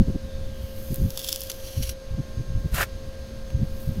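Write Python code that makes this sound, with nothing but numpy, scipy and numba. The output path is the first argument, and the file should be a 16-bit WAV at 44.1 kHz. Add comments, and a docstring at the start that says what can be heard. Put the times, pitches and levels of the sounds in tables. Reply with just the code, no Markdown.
"""A steel trowel presses wet mortar into a brick joint. Sand grinds along the blade's edge and rings its
modes, with a louder, ticking flat press midway; the squeezed mortar hisses and pops.
One short, hollow scrape follows, as of fresh mortar being scooped up. The wall adds a brief reflection.
Wind buffets the microphone and a far motor whines throughout, over a faint outdoor hiss."""
import sys
import numpy as np
from scipy import signal
from scipy.fft import rfft, irfft
from scipy.io import wavfile
from numba import njit

SR = 44100
rng = np.random.default_rng(int(sys.argv[2]) if len(sys.argv) > 2 else 0)


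def materialize(psi):
    """Save the field psi as 16-bit PCM at rate SR to the path in sys.argv[1].

    A 1-D psi becomes a single channel; in a 2-D psi each row is a channel.
    """
    bounded = np.clip(np.atleast_2d(psi).T, -1, 1)
    quanta = np.round(bounded * 32767).astype(np.int16)
    wavfile.write(sys.argv[1], SR, quanta)


N = 176400
TIME_S = np.arange(N) / SR
FREQ_HZ = np.maximum(np.arange(N + 1) * SR / (2 * N), 1e-3)

# grains cracking under the blade: start_s, level_db
SAND_TICKS = [(1.105, -27), (1.108, -39), (1.175, -20.5), (1.193, -25.5), (1.217, -31), (1.246, -23),
              (1.274, -33), (1.287, -22), (1.2885, -21.5), (1.292, -19), (1.3035, -36), (1.3278, -15),
              (1.354, -34), (1.360, -20.5), (1.418, -25.5), (1.517, -25.5)]
# blade edge catching on brick: start_s, length_s, level_db
EDGE_CATCHES = [(1.497, 0.01, -26), (1.662, 0.023, -49), (1.824, 0.022, -33), (1.870, .015, -46),
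                (1.892, 0.0077, -27)]
# trowel touching the wall again: start_s, level_db
WALL_TOUCH = [(3.504, -40.5)]
# sand under the flat blade: time_s, level_db
FLAT_DRAG_LEVEL = [(1.08, -70), (1.16, -45), (1.25, -37), (1.31, -37), (1.38, -43), (1.48, -46),
                   (1.56, -55)]
# sand under the edge: time_s, level_db
EDGE_DRAG_LEVEL = [(.75, -61), (.92, -50.5), (1.1, -55.5), (1.42, -45.5), (1.57, -53), (1.67, -43.5),
                   (1.78, -45), (1.86, -42), (1.915, -43.5), (1.95, -71)]
# blade lying flat: pitch_hz, width_hz, gain_db
FLAT_BLADE_MODES = [(3460, 420, 5.5), (4490, 350, -2.5), (5190, 840, 2.5), (6050, 1000, -9),
                    (7400, 1100, -6.5), (10600, 1140, 0), (12000, 800, -11), (13800, 1900, -13),
                    (14400, 1100, -6)]
# blade on edge: pitch_hz, width_hz, gain_db
EDGE_BLADE_MODES = [(3130, 500, 3), (4410, 650, 2.5), (5680, 600, 4.5), (8330, 1700, -9.5),
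                    (10640, 1200, 0), (12100, 870, -13), (13800, 1000, -21)]
# blade's lowest ring while pressed in: time_s, pitch_hz, level_db
PRESS_RING = [(.15, 4060, -75), (.3, 3620, -58.5), (.48, 3500, -63), (.56, 3080, -60), (.68, 3000, -56.5),
              (.82, 2900, -68)]
# wet mortar hiss: time_s, level_db
MORTAR_LEVEL = [(0, -82), (.48, -71), (.62, -55), (.73, -54.5), (.8, -49.5), (.93, -46), (1.0, -51),
                (1.13, -49), (1.25, -46), (1.45, -51), (1.56, -51), (1.75, -55), (1.91, -46), (1.96, -85),
                (2.58, -78), (2.69, -61), (2.9, -84), (3.5, -73), (3.72, -61), (3.83, -49), (3.92, -58.5),
                (4, -57)]
# tiny wet pops: start_s, level_db
MORTAR_POPS = [(.944, -25), (.959, -26.5), (1.407, -25), (1.436, -28)]
# wet mortar spectrum: freq_hz, gain_db
MORTAR_SPECTRUM = [(1500, -20), (4000, -15), (7000, -14), (9000, -8), (11000, -3.5), (13700, 1),
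                   (15000, -6), (16500, -10)]
# scooping stroke: time_s, hollow_db, sand_db
SCOOP_LEVELS = [(2.715, -66, -54), (2.745, -40, -32), (2.76, -33, -33.5), (2.79, -26, -31.5),
                (2.802, -26, -30), (2.816, -23, -28), (2.837, -25, -29.5), (2.843, -39, -40),
                (2.865, -67, -64)]
# hollow resonances of the scoop: pitch_hz, width_hz, gain_db
HOLLOW_MODES = [(570, 160, 6.5), (790, 120, 2), (1010, 61, 5), (1410, 280, 10), (1720, 400, -0.5),
                (2140, 220, -8), (2500, 200, -4.5)]
# scooped sand spectrum: freq_hz, gain_db
SAND_SPECTRUM = [(500, -1), (2500, -2), (4200, -2.5), (6800, -3.5), (8700, -4.5), (11000, -4), (13800, 0.5),
                 (15500, -11)]
# eddies at the microphone: centre_s, length_s, level_db, cutoff_hz
WIND_GUSTS = [(-0.02, 0.082, -7.5, 182), (.092, 0.031, -20.5, 267), (.155, 0.023, -21.5, 295),
              (0.395, 0.14, -31.5, 90), (0.645, 0.018, -26, 92), (0.922, 0.037, -23, 175),
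              (1.029, 0.1, -19, 164), (1.794, 0.052, -21.5, 133), (1.86, .11, -29.5, 78.6),
              (2.136, 0.064, -27, 108), (2.192, 0.032, -22.5, 190), (2.398, 0.052, -24, 177),
              (2.507, 0.049, -27.5, 121), (2.561, 0.053, -20, 117), (2.657, 0.02, -19.5, 130),
              (2.743, 0.046, -19.5, 109), (2.812, .05, -30, 79), (3.552, .05, -19.5, 121),
              (3.62, 0.059, -20, 193), (3.901, 0.058, -23.5, 138), (3.987, 0.065, -24, 160)]
# breeze under the gusts: time_s, level_db
BREEZE_LEVEL = [(0, -31.5), (.9, -35), (1.15, -38), (1.5, -42), (2.0, -37.5), (2.6, -32), (3.0, -34),
                (3.4, -33.5), (4, -32.5)]
# breeze spectrum: freq_hz, gain_db
BREEZE_SPECTRUM = [(10, 2), (30, -1.5), (80, -3.5), (130, -14), (250, -19.5), (500, -44.5), (1500, -57)]
# motor whine: harmonic, level_db, full_lull_db
MOTOR_PARTIALS = [(1, -43.5, -48.5), (2, -66.5, -60), (3, -63, -59), (12, -66, -62.5)]
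# lull in the whine: time_s, depth_fraction
MOTOR_LULL = [(1.95, 0), (2.3, 1), (2.7, 0.96), (2.9, 0.4), (4, 0.22)]
# far low drone: time_s, level_db
DRONE_LEVEL = [(0, -52), (.8, -48), (1.3, -59.5), (2.9, -57.5), (3.3, -48), (4, -47.5)]
# outdoor hiss spectrum: freq_hz, gain_db
AIR_SPECTRUM = [(30, 3), (150, -6.5), (330, -4.5), (600, -2.5), (780, -13.5), (1300, -15), (1700, -15),
                (2200, -17.5), (3600, -16), (4500, -15), (5400, -18), (6400, -22), (7600, -27),
                (12500, -27.5), (15500, -39)]


def trowel(tick_tail_s=0.0013, catch_attack_s=0.0015, knock_db=-14.5):
    """Sand rings the blade along its edge, with a ticking flat press midway; the brick knocks dully."""
    ticks = cracks(SAND_TICKS, tick_tail_s, tail_db=-6)
    flat = ticks + stroke(FLAT_DRAG_LEVEL) * grains(rate_per_s=7000, spread=0.6, patchiness=0.39)
    catches = np.zeros(N)
    for start_s, length_s, level_db in EDGE_CATCHES:
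        age_s = TIME_S - start_s
        attack = np.clip(age_s / catch_attack_s, 0, 1)
        catches += undb(level_db) * attack * np.exp(-2 * (age_s / length_s) ** 2)
    edge = (stroke(EDGE_DRAG_LEVEL) + catches) * grains(rate_per_s=10000, spread=0.45, patchiness=0.11)
    flat_ring = blade(flat, FLAT_BLADE_MODES, highpass_hz=2400, middle_s=1.276)
    edge_ring = blade(edge, EDGE_BLADE_MODES, highpass_hz=1700, middle_s=1.83)
    knocks = undb(knock_db) * (ticks + catches * noise()) + cracks(WALL_TOUCH, tick_tail_s, tail_db=0)
    brick = resonances([(1500, 2300, 0)], highpass_hz=600)
    return flat_ring + edge_ring + filtered(knocks, brick)


def blade(drive, modes, highpass_hz, middle_s, sag_per_s=0.14):
    """Steel modes sink along the stroke, passing their listed pitch at middle_s; energy is kept."""
    bend = 1 - np.clip(sag_per_s * (TIME_S - middle_s), -.1, .1)
    drive = drive + 1e-18  # avoids denormals
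    rings = sum(undb(db) * ring(drive, hz * bend, width_hz) for hz, width_hz, db in modes)
    rings = signal.sosfilt(signal.butter(2, highpass_hz, "high", fs=SR, output="sos"), rings)
    return rings * np.linalg.norm(drive) / np.linalg.norm(rings)


@njit
def ring(drive, pitch_hz, width_hz):
    """One damped mode of moving pitch: a state-variable band-pass."""
    out = np.empty(len(drive))
    band_state, low_state = 0., 0.
    for i in range(len(drive)):
        tuning = np.tan(np.pi * pitch_hz[i] / SR)
        damping = np.pi * width_hz / SR * (tuning + 1 / tuning)
        band = (band_state + tuning * (drive[i] - low_state)) / (1 + tuning * (tuning + damping))
        band_state = 2 * band - band_state
        low_state += 2 * tuning * band
        out[i] = damping * band
    return out


def pressing():
    """A faint narrow rub sinks in pitch as the blade beds in."""
    phase = 2 * np.pi * np.cumsum(curve(PRESS_RING)) / SR
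    return stroke(PRESS_RING, column=2) * np.sqrt(2) * wander(rate_hz=230) * np.sin(phase)


def mortar():
    """Wet mortar fizzes and pops as it is squeezed."""
    fizz = stroke(MORTAR_LEVEL) * grains(rate_per_s=7000, spread=.55, patchiness=0.11)
    pops = cracks(MORTAR_POPS, tail_s=.0007, tail_db=-10)
    return filtered(fizz + pops, colour(MORTAR_SPECTRUM))


def scoop(lowpass_hz=3300):
    """A quick gritty scrape swells in hollow resonances and stops as the blade lifts."""
    response = resonances(HOLLOW_MODES, highpass_hz=373) / np.sqrt(1 + (FREQ_HZ / lowpass_hz) ** 8)
    hollow = filtered(grains(rate_per_s=3600, spread=0.21, patchiness=0.12), response)
    sand = filtered(grains(rate_per_s=3700, spread=0.17, patchiness=0.14), colour(SAND_SPECTRUM))
    return stroke(SCOOP_LEVELS) * hollow + stroke(SCOOP_LEVELS, column=2) * sand


def grains(rate_per_s, spread, patchiness):
    """Dense clicks of log-normal size, louder in patches; rms 1."""
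    hits = rng.random(N) < rate_per_s / SR
    size = np.exp(spread * np.clip(noise(), -2, 2) + patchiness * wander(rate_hz=90))
    return unit_rms(hits * size * np.sign(noise()))


def cracks(events, tail_s, tail_db):
    """Each event is a click and a brief crumble; its level is the rms over 1 ms."""
    out = np.zeros(N)
    decay = np.exp(-TIME_S[:1024] / tail_s)
    for start_s, level_db in events:
        crumble = rng.standard_normal(len(decay)) * decay
        burst = undb(tail_db) * crumble / np.linalg.norm(crumble)
        burst[0] = 1  # the click
        burst *= np.sqrt(SR / 1000) / np.linalg.norm(burst)
        start = int(start_s * SR)
        out[start:start + len(burst)] += undb(level_db) * burst
    return out


def wall_reflection(direct, t60_s=0.083, level_db=-14.5):
    """The wall returns a short diffuse tail."""
    tail = noise() * undb(-60 * TIME_S / t60_s)
    return undb(level_db) * filtered(direct, rfft(tail, 2 * N))


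def wind(highpass_hz=20.7, flutter_db=2.33):
    """Eddies thump the microphone over an uneven breeze."""
    out = stroke(BREEZE_LEVEL) * filtered(noise(), colour(BREEZE_SPECTRUM))
    out *= undb(flutter_db * wander(rate_hz=14))
    rumble = FREQ_HZ / np.hypot(FREQ_HZ, highpass_hz) / FREQ_HZ ** 0.27
    for centre_s, length_s, level_db, cutoff_hz in WIND_GUSTS:
        swell = np.exp(-abs(2 * (TIME_S - centre_s) / length_s) ** 3)
        eddy = swell * filtered(noise(), rumble / np.sqrt(1 + (FREQ_HZ / cutoff_hz) ** 6.68))
        out += undb(level_db) * eddy * np.linalg.norm(swell) / np.linalg.norm(eddy)
    return out


def motor(whine_hz=532.7, drone_hz=222.4):
    """A far motor's whine wavers on the way, its overtones most, over a low drone."""
    cycles = np.cumsum(whine_hz * (1 + 0.00071 * wander(rate_hz=11.6))) / SR
    lull = curve(MOTOR_LULL)
    whine = np.zeros(N)
    for harmonic, level_db, full_lull_db in MOTOR_PARTIALS:
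        mean_db = level_db + (full_lull_db - level_db) * lull
        waver_db = (0.4 + np.log(harmonic) / 2) * wander(rate_hz=8.5)
        whine += undb(mean_db + waver_db) * np.sin(2 * np.pi * harmonic * cycles)
    drone = stroke(DRONE_LEVEL) * np.sin(2 * np.pi * drone_hz * TIME_S + wander(rate_hz=2.1))
    return np.sqrt(2) * (whine + drone)


def outdoor_hiss(level_db=-47, waver_db=0.47):
    """Faint, nearly steady hiss."""
    return undb(level_db + waver_db * wander(rate_hz=4.1)) * filtered(noise(), colour(AIR_SPECTRUM))


def undb(db):
    """Decibels to gain."""
    return 10 ** (np.asarray(db) / 20)


def unit_rms(x):
    """Scale to rms 1."""
    return x / np.sqrt(np.mean(x ** 2))


def curve(rows, column=1):
    """One table column, linear in time."""
    rows = np.array(rows)
    return np.interp(TIME_S, rows[:, 0], rows[:, column])


def stroke(rows, column=1):
    """Gain of a dB curve, silent outside its span."""
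    return undb(curve(rows, column)) * (TIME_S >= rows[0][0]) * (TIME_S <= rows[-1][0])


def noise():
    """White noise."""
    return rng.standard_normal(N)


def wander(rate_hz):
    """Random drift below rate_hz; rms 1."""
    return unit_rms(filtered(noise(), 1 / (1 + (FREQ_HZ / rate_hz) ** 4)))


def filtered(x, response):
    """Filter by a response scaled to unit power gain."""
    return irfft(rfft(x, 2 * N) * response / np.sqrt(np.mean(abs(response) ** 2)))[:N]


def colour(spectrum):
    """Response through freq_hz, gain_db points."""
    freq_hz, gain_db = np.array(spectrum).T
    return undb(np.interp(np.log(FREQ_HZ), np.log(freq_hz), gain_db))


def resonances(modes, highpass_hz):
    """Response of damped modes that radiate little below highpass_hz."""
    s = 1j * FREQ_HZ
    peaks = sum(undb(db) * s * width_hz / (s * s + s * width_hz + hz * hz) for hz, width_hz, db in modes)
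    return peaks * s * s / (s * s + np.sqrt(2) * s * highpass_hz + highpass_hz ** 2)


def scene():
    """Trowel work and its reflection, with wind, motor and hiss; mono."""
    work = trowel() + pressing() + mortar() + scoop()
    return (work + wall_reflection(work) + outdoor_hiss() + wind() + motor())[None]


def record(dry):
    """Steep low-pass on the top treble."""
    cutoff_hz = 15750
    return signal.sosfilt(signal.ellip(10, .2, 80, cutoff_hz, fs=SR, output="sos"), dry)


dry = scene()
out = record(dry)
materialize(out)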